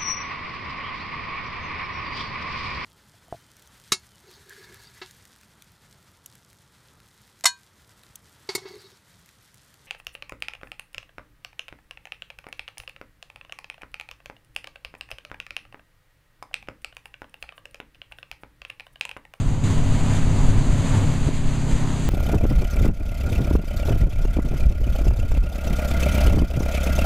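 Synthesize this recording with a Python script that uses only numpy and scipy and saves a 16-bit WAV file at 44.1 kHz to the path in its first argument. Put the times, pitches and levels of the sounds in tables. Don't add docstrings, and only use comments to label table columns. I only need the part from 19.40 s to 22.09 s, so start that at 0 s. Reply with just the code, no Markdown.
import sys
import numpy as np
from scipy import signal
from scipy.fft import rfft, irfft, next_fast_len
from scipy.io import wavfile
from scipy.ndimage import uniform_filter1d, map_coordinates

SR = 44100
rng = np.random.default_rng(int(sys.argv[2]) if len(sys.argv) > 2 else 0)


def generate_wav(signal):
    frames = np.transpose(np.atleast_2d(signal))
    scaled = np.clip(frames, -1, 1) * 32767
    pcm = np.round(scaled).astype(np.int16)
    wavfile.write(sys.argv[1], SR, pcm)


def volts_from_decibels(level):
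    exponent = np.asarray(level, float) / 20
    return 10 ** exponent


N = 118629


def unit(x):
    return x / np.sqrt(np.mean(x ** 2) + 1e-20)


def along(points, hz):
    freq, value = np.transpose(points)
    return np.interp(np.log(hz + 1), np.log(freq + 1), value)


def curve(points):
    time, value = np.transpose(points)
    return np.interp(np.arange(N) / SR, time, value)


def wobble(rate_hz):
    knots = rng.standard_normal(int(N * rate_hz / SR) + 4)
    return map_coordinates(knots, [np.arange(N) * rate_hz / SR])


def filtered(x, response):
    size = next_fast_len(N + SR // 2)
    spectrum = rfft(x, size) * response(np.fft.rfftfreq(size, 1 / SR))
    return irfft(spectrum, size)[..., :N]


def rush(spectrum, patchy_db, source=None):
    if source is None:
        source = rng.standard_normal(N)
    z = signal.stft(source, nperseg=512)[2]
    patches = uniform_filter1d(rng.standard_normal(z.shape), size=8, axis=0)
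    patches = uniform_filter1d(patches, size=10, axis=1)
    x = signal.istft(z * volts_from_decibels(patchy_db * unit(patches)), nperseg=512)[1][:N]
    return unit(filtered(x, lambda hz: volts_from_decibels(along(spectrum, hz))))


# time_s, speed_hz
FIRST_SPEED = [(0, 17.3), (1.74, 17.31)]
SECOND_SPEED = [(0, 16.54), (1.5, 16.54), (2.1, 16.63), (2.69, 16.58)]
# order, first_shot_db, second_shot_db (rms)
ENGINE_ORDERS = [(4, -36, -35), (5, -35, -36), (6, -26.5, -29), (7, -44, -46), (8, -30, -29.5),
                 (9, -36, -35.5), (10, -36, -33.5), (11, -44, -42), (12, -49, -48), (13, -39, -37.5),
                 (14, -42, -42), (15, -43, -44), (16, -41, -36.5), (17, -51, -51), (18, -55, -52),
                 (19, -53, -53), (20, -55, -49), (21, -58, -56), (23, -51, -60), (24, -55, -49),
                 (28, -58, -58), (32, -60, -58), (36, -60, -55), (39, -60, -53)]
# time_s, level_db
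FIRST_BOOM = [(0, -1), (.3, -1.5), (1.3, -1), (1.6, 0), (1.74, -10)]
SECOND_BOOM = [(.3, 3), (.9, 1.5), (1.15, 6.5), (1.35, -3), (1.6, 6), (1.9, -3), (2.69, -0.5)]
UNSTEADY_DB = .8
BOOM_ORDER = 6


def engine(speed, boom, lead_cycles, column, phases, gain_db):
    angle = 2 * np.pi * (np.cumsum(curve(speed)) / SR + lead_cycles)
    total = 0
    for row, phase in zip(ENGINE_ORDERS, phases):
        order = round(row[0])
        level_db = row[column] + UNSTEADY_DB * wobble(4.05)
        if order == BOOM_ORDER:
            level_db = level_db + curve(boom)
        total = total + volts_from_decibels(level_db) * np.sin(order * angle + phase)
    return volts_from_decibels(gain_db) * np.sqrt(2) * total


# time_s, level_db
FIRST_SPRAY = [(0, -39.5), (.08, -42.5), (.14, -41.5), (.19, -45), (.23, -42.5), (1, -42.5), (1.74, -44)]
SECOND_SPRAY = [(0.26, -36.5), (0.43, -40.5), (0.55, -37), (0.65, -38.5), (0.76, -34.5), (0.8, -39.5),
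                (1.09, -37.5), (1.15, -40.5), (1.54, -35.5), (1.69, -38), (1.88, -37), (1.91, -41.5),
                (2.15, -38), (2.28, -38.5), (2.33, -33.5), (2.34, -37), (2.62, -39), (2.69, -37.5)]
# time_s, level_db
WAKE_SWELLS = [(0, -36.5), (.12, -35.5), (.22, -37.5), (.34, -36), (.46, -38.5), (.72, -34.5), (.82, -38),
               (1.04, -35), (1.28, -38), (1.4, -36), (1.56, -33.5), (1.64, -36), (1.82, -37.5), (1.87, -33),
               (1.9, -36.5), (1.93, -39), (2.35, -35), (2.69, -36.5)]
# freq_hz, density_db (per Hz)
SPRAY_COLOUR = [(700, -30), (1200, -3.5), (2000, -2.5), (4000, -7), (7000, -3.5), (9500, -16.5),
                (12500, -30), (15000, -58)]
WASH_COLOUR = [(40, -12), (120, -4), (260, -8), (420, -13), (650, -13.5), (1000, -15), (1500, -25.5),
               (3000, -53.5)]


def water(spray_db, wash_db):
    droplet_db = 0.75 * wobble(900) + 0.75 * wobble(39.87)
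    drops = rng.standard_normal(N) * volts_from_decibels(droplet_db)
    spray = volts_from_decibels(spray_db + 0.47 * wobble(9.24)) * rush(SPRAY_COLOUR, patchy_db=0.58, source=drops)
    swell_db = curve(WAKE_SWELLS) + wash_db + 0.73 * wobble(11.74)
    return spray + volts_from_decibels(swell_db) * rush(WASH_COLOUR, patchy_db=0.6)


# time_s, level_db
WIND_GUSTS = [(0.0, -26), (0.05, -12), (0.34, -24.5), (0.38, -14.5), (0.7, -23), (0.99, -17), (1.03, -20),
              (1.08, -15.5), (1.26, -20), (1.29, -13), (1.46, -24), (1.57, -17.5), (2.26, -19), (2.29, -21),
              (2.33, -13.5), (2.4, -22), (2.42, -18.5), (2.69, -16.5)]
# freq_hz, density_db (per Hz)
WIND_RUMBLE = [(1.5, -13), (5, -7), (15, -4), (35, -12), (60, -18.5), (90, -32), (200, -39), (400, -88)]


def wind():
    lumps = volts_from_decibels(0.53 * wobble(8.93)) * rush(WIND_RUMBLE, patchy_db=-2.46)
    return volts_from_decibels(curve(WIND_GUSTS) - 3) * unit(lumps)


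# time_s, peak_db, width_s, sign
HULL_SLAPS = [
    (.198, -20, .0005, 1),
    (1.3, -8, 0.0038, 1),
    (1.552, -11, 0.0011, -1),
    (1.869, -5, 0.0019, 1),
    (1.875, -11.5, 0.00086, -1),
    (1.883, -25, 0.0014, 1),
    (1.887, -18, .0005, 1),
    (1.89, -9, 0.00071, 1),
    (2.331, -16, .008, 1),
]


def slaps():
    t = np.arange(N) / SR
    total = np.zeros(N)
    for time, peak_db, width, sign in HULL_SLAPS:
        total += np.sign(sign) * volts_from_decibels(peak_db) * np.exp(-np.abs((t - time) / width) ** 1.87)
    return total


NOTCH_HZ, NOTCH_WIDTH_HZ, NOTCH_DEPTH_DB = 5418, 1700, -37
TOP_HZ = 14950
CEILING = .6
OFFSET = -.016
SETTLE_S = .02


def housing(hz):
    stiffness = NOTCH_HZ ** 2 - hz * hz
    damping = 1j * hz * NOTCH_WIDTH_HZ
    return (hz < TOP_HZ) * (stiffness + damping * volts_from_decibels(NOTCH_DEPTH_DB)) / (stiffness + damping)


def shot(sound, cut_s, step, after):
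    overloaded = sound / (1 + np.abs(sound / CEILING) ** 4) ** 0.24
    x = filtered(overloaded, housing) + OFFSET
    t = np.arange(N) / SR - cut_s
    x = x + (step - x[round(cut_s * SR)]) * np.exp(-(t / SETTLE_S) ** 2)
    return x * ((t >= 0) if after else (t < 0))


CUT_IN_S, CUT_OUT_S = .23820, 1.73972
STEP_IN, STEP_OUT = -.04, -.065
LEAD_CYCLES = -.046
TURNED_ORDER = 10
GAIN_SHARE = .4
FIRST_WASH_DB, SECOND_WASH_DB = 1, 2.5


def scene():
    phases = rng.uniform(0, 2 * np.pi, len(ENGINE_ORDERS))
    turned = phases + np.pi * (np.transpose(ENGINE_ORDERS)[0] == TURNED_ORDER)
    spray_1, spray_2 = curve(FIRST_SPRAY), curve(SECOND_SPRAY)
    gain_1 = GAIN_SHARE * (spray_1 - spray_1.mean())
    gain_2 = GAIN_SHARE * (spray_2 - spray_2.mean())

    first = engine(FIRST_SPEED, FIRST_BOOM, LEAD_CYCLES, 1, turned, gain_1)
    first = first + water(spray_1, FIRST_WASH_DB) + wind()
    second = engine(SECOND_SPEED, SECOND_BOOM, 0, 2, phases, gain_2)
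    second = second + water(spray_2, SECOND_WASH_DB) + wind() + slaps()

    mono = shot(first, CUT_OUT_S, STEP_OUT, after=False)
    mono = mono + shot(second, CUT_IN_S, STEP_IN, after=True)
    return np.array([mono, mono])


# freq_hz, side_under_mid_db
CHANNELS_APART = [(40, -18), (200, -36.5), (700, -26.5), (2400, -24.5), (5000, -21), (9000, -25),
                  (15000, -12)]


def channel_slips(mono):
    hz, t, z = signal.stft(mono, SR, nperseg=2048)
    band = (np.sqrt(hz) / 6).astype(int)
    slipping_bands = (rng.random((band[-1] + 1, len(t))) < .2)[band]
    slips = slipping_bands * (rng.random(len(t)) < .3)
    level = volts_from_decibels(along(CHANNELS_APART, hz))[:, None]
    z = z * slips * level * np.exp(2j * np.pi * rng.random(z.shape))
    return signal.istft(z, SR, nperseg=2048)[1][:N]


def roll_off(x):
    return signal.sosfilt(signal.butter(12, 15550, fs=SR, output="sos"), x)


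def record(dry):
    side = channel_slips(dry[0]) - .0125
    return roll_off(dry + [side, -side])


dry = scene()
out = record(dry)
generate_wav(out)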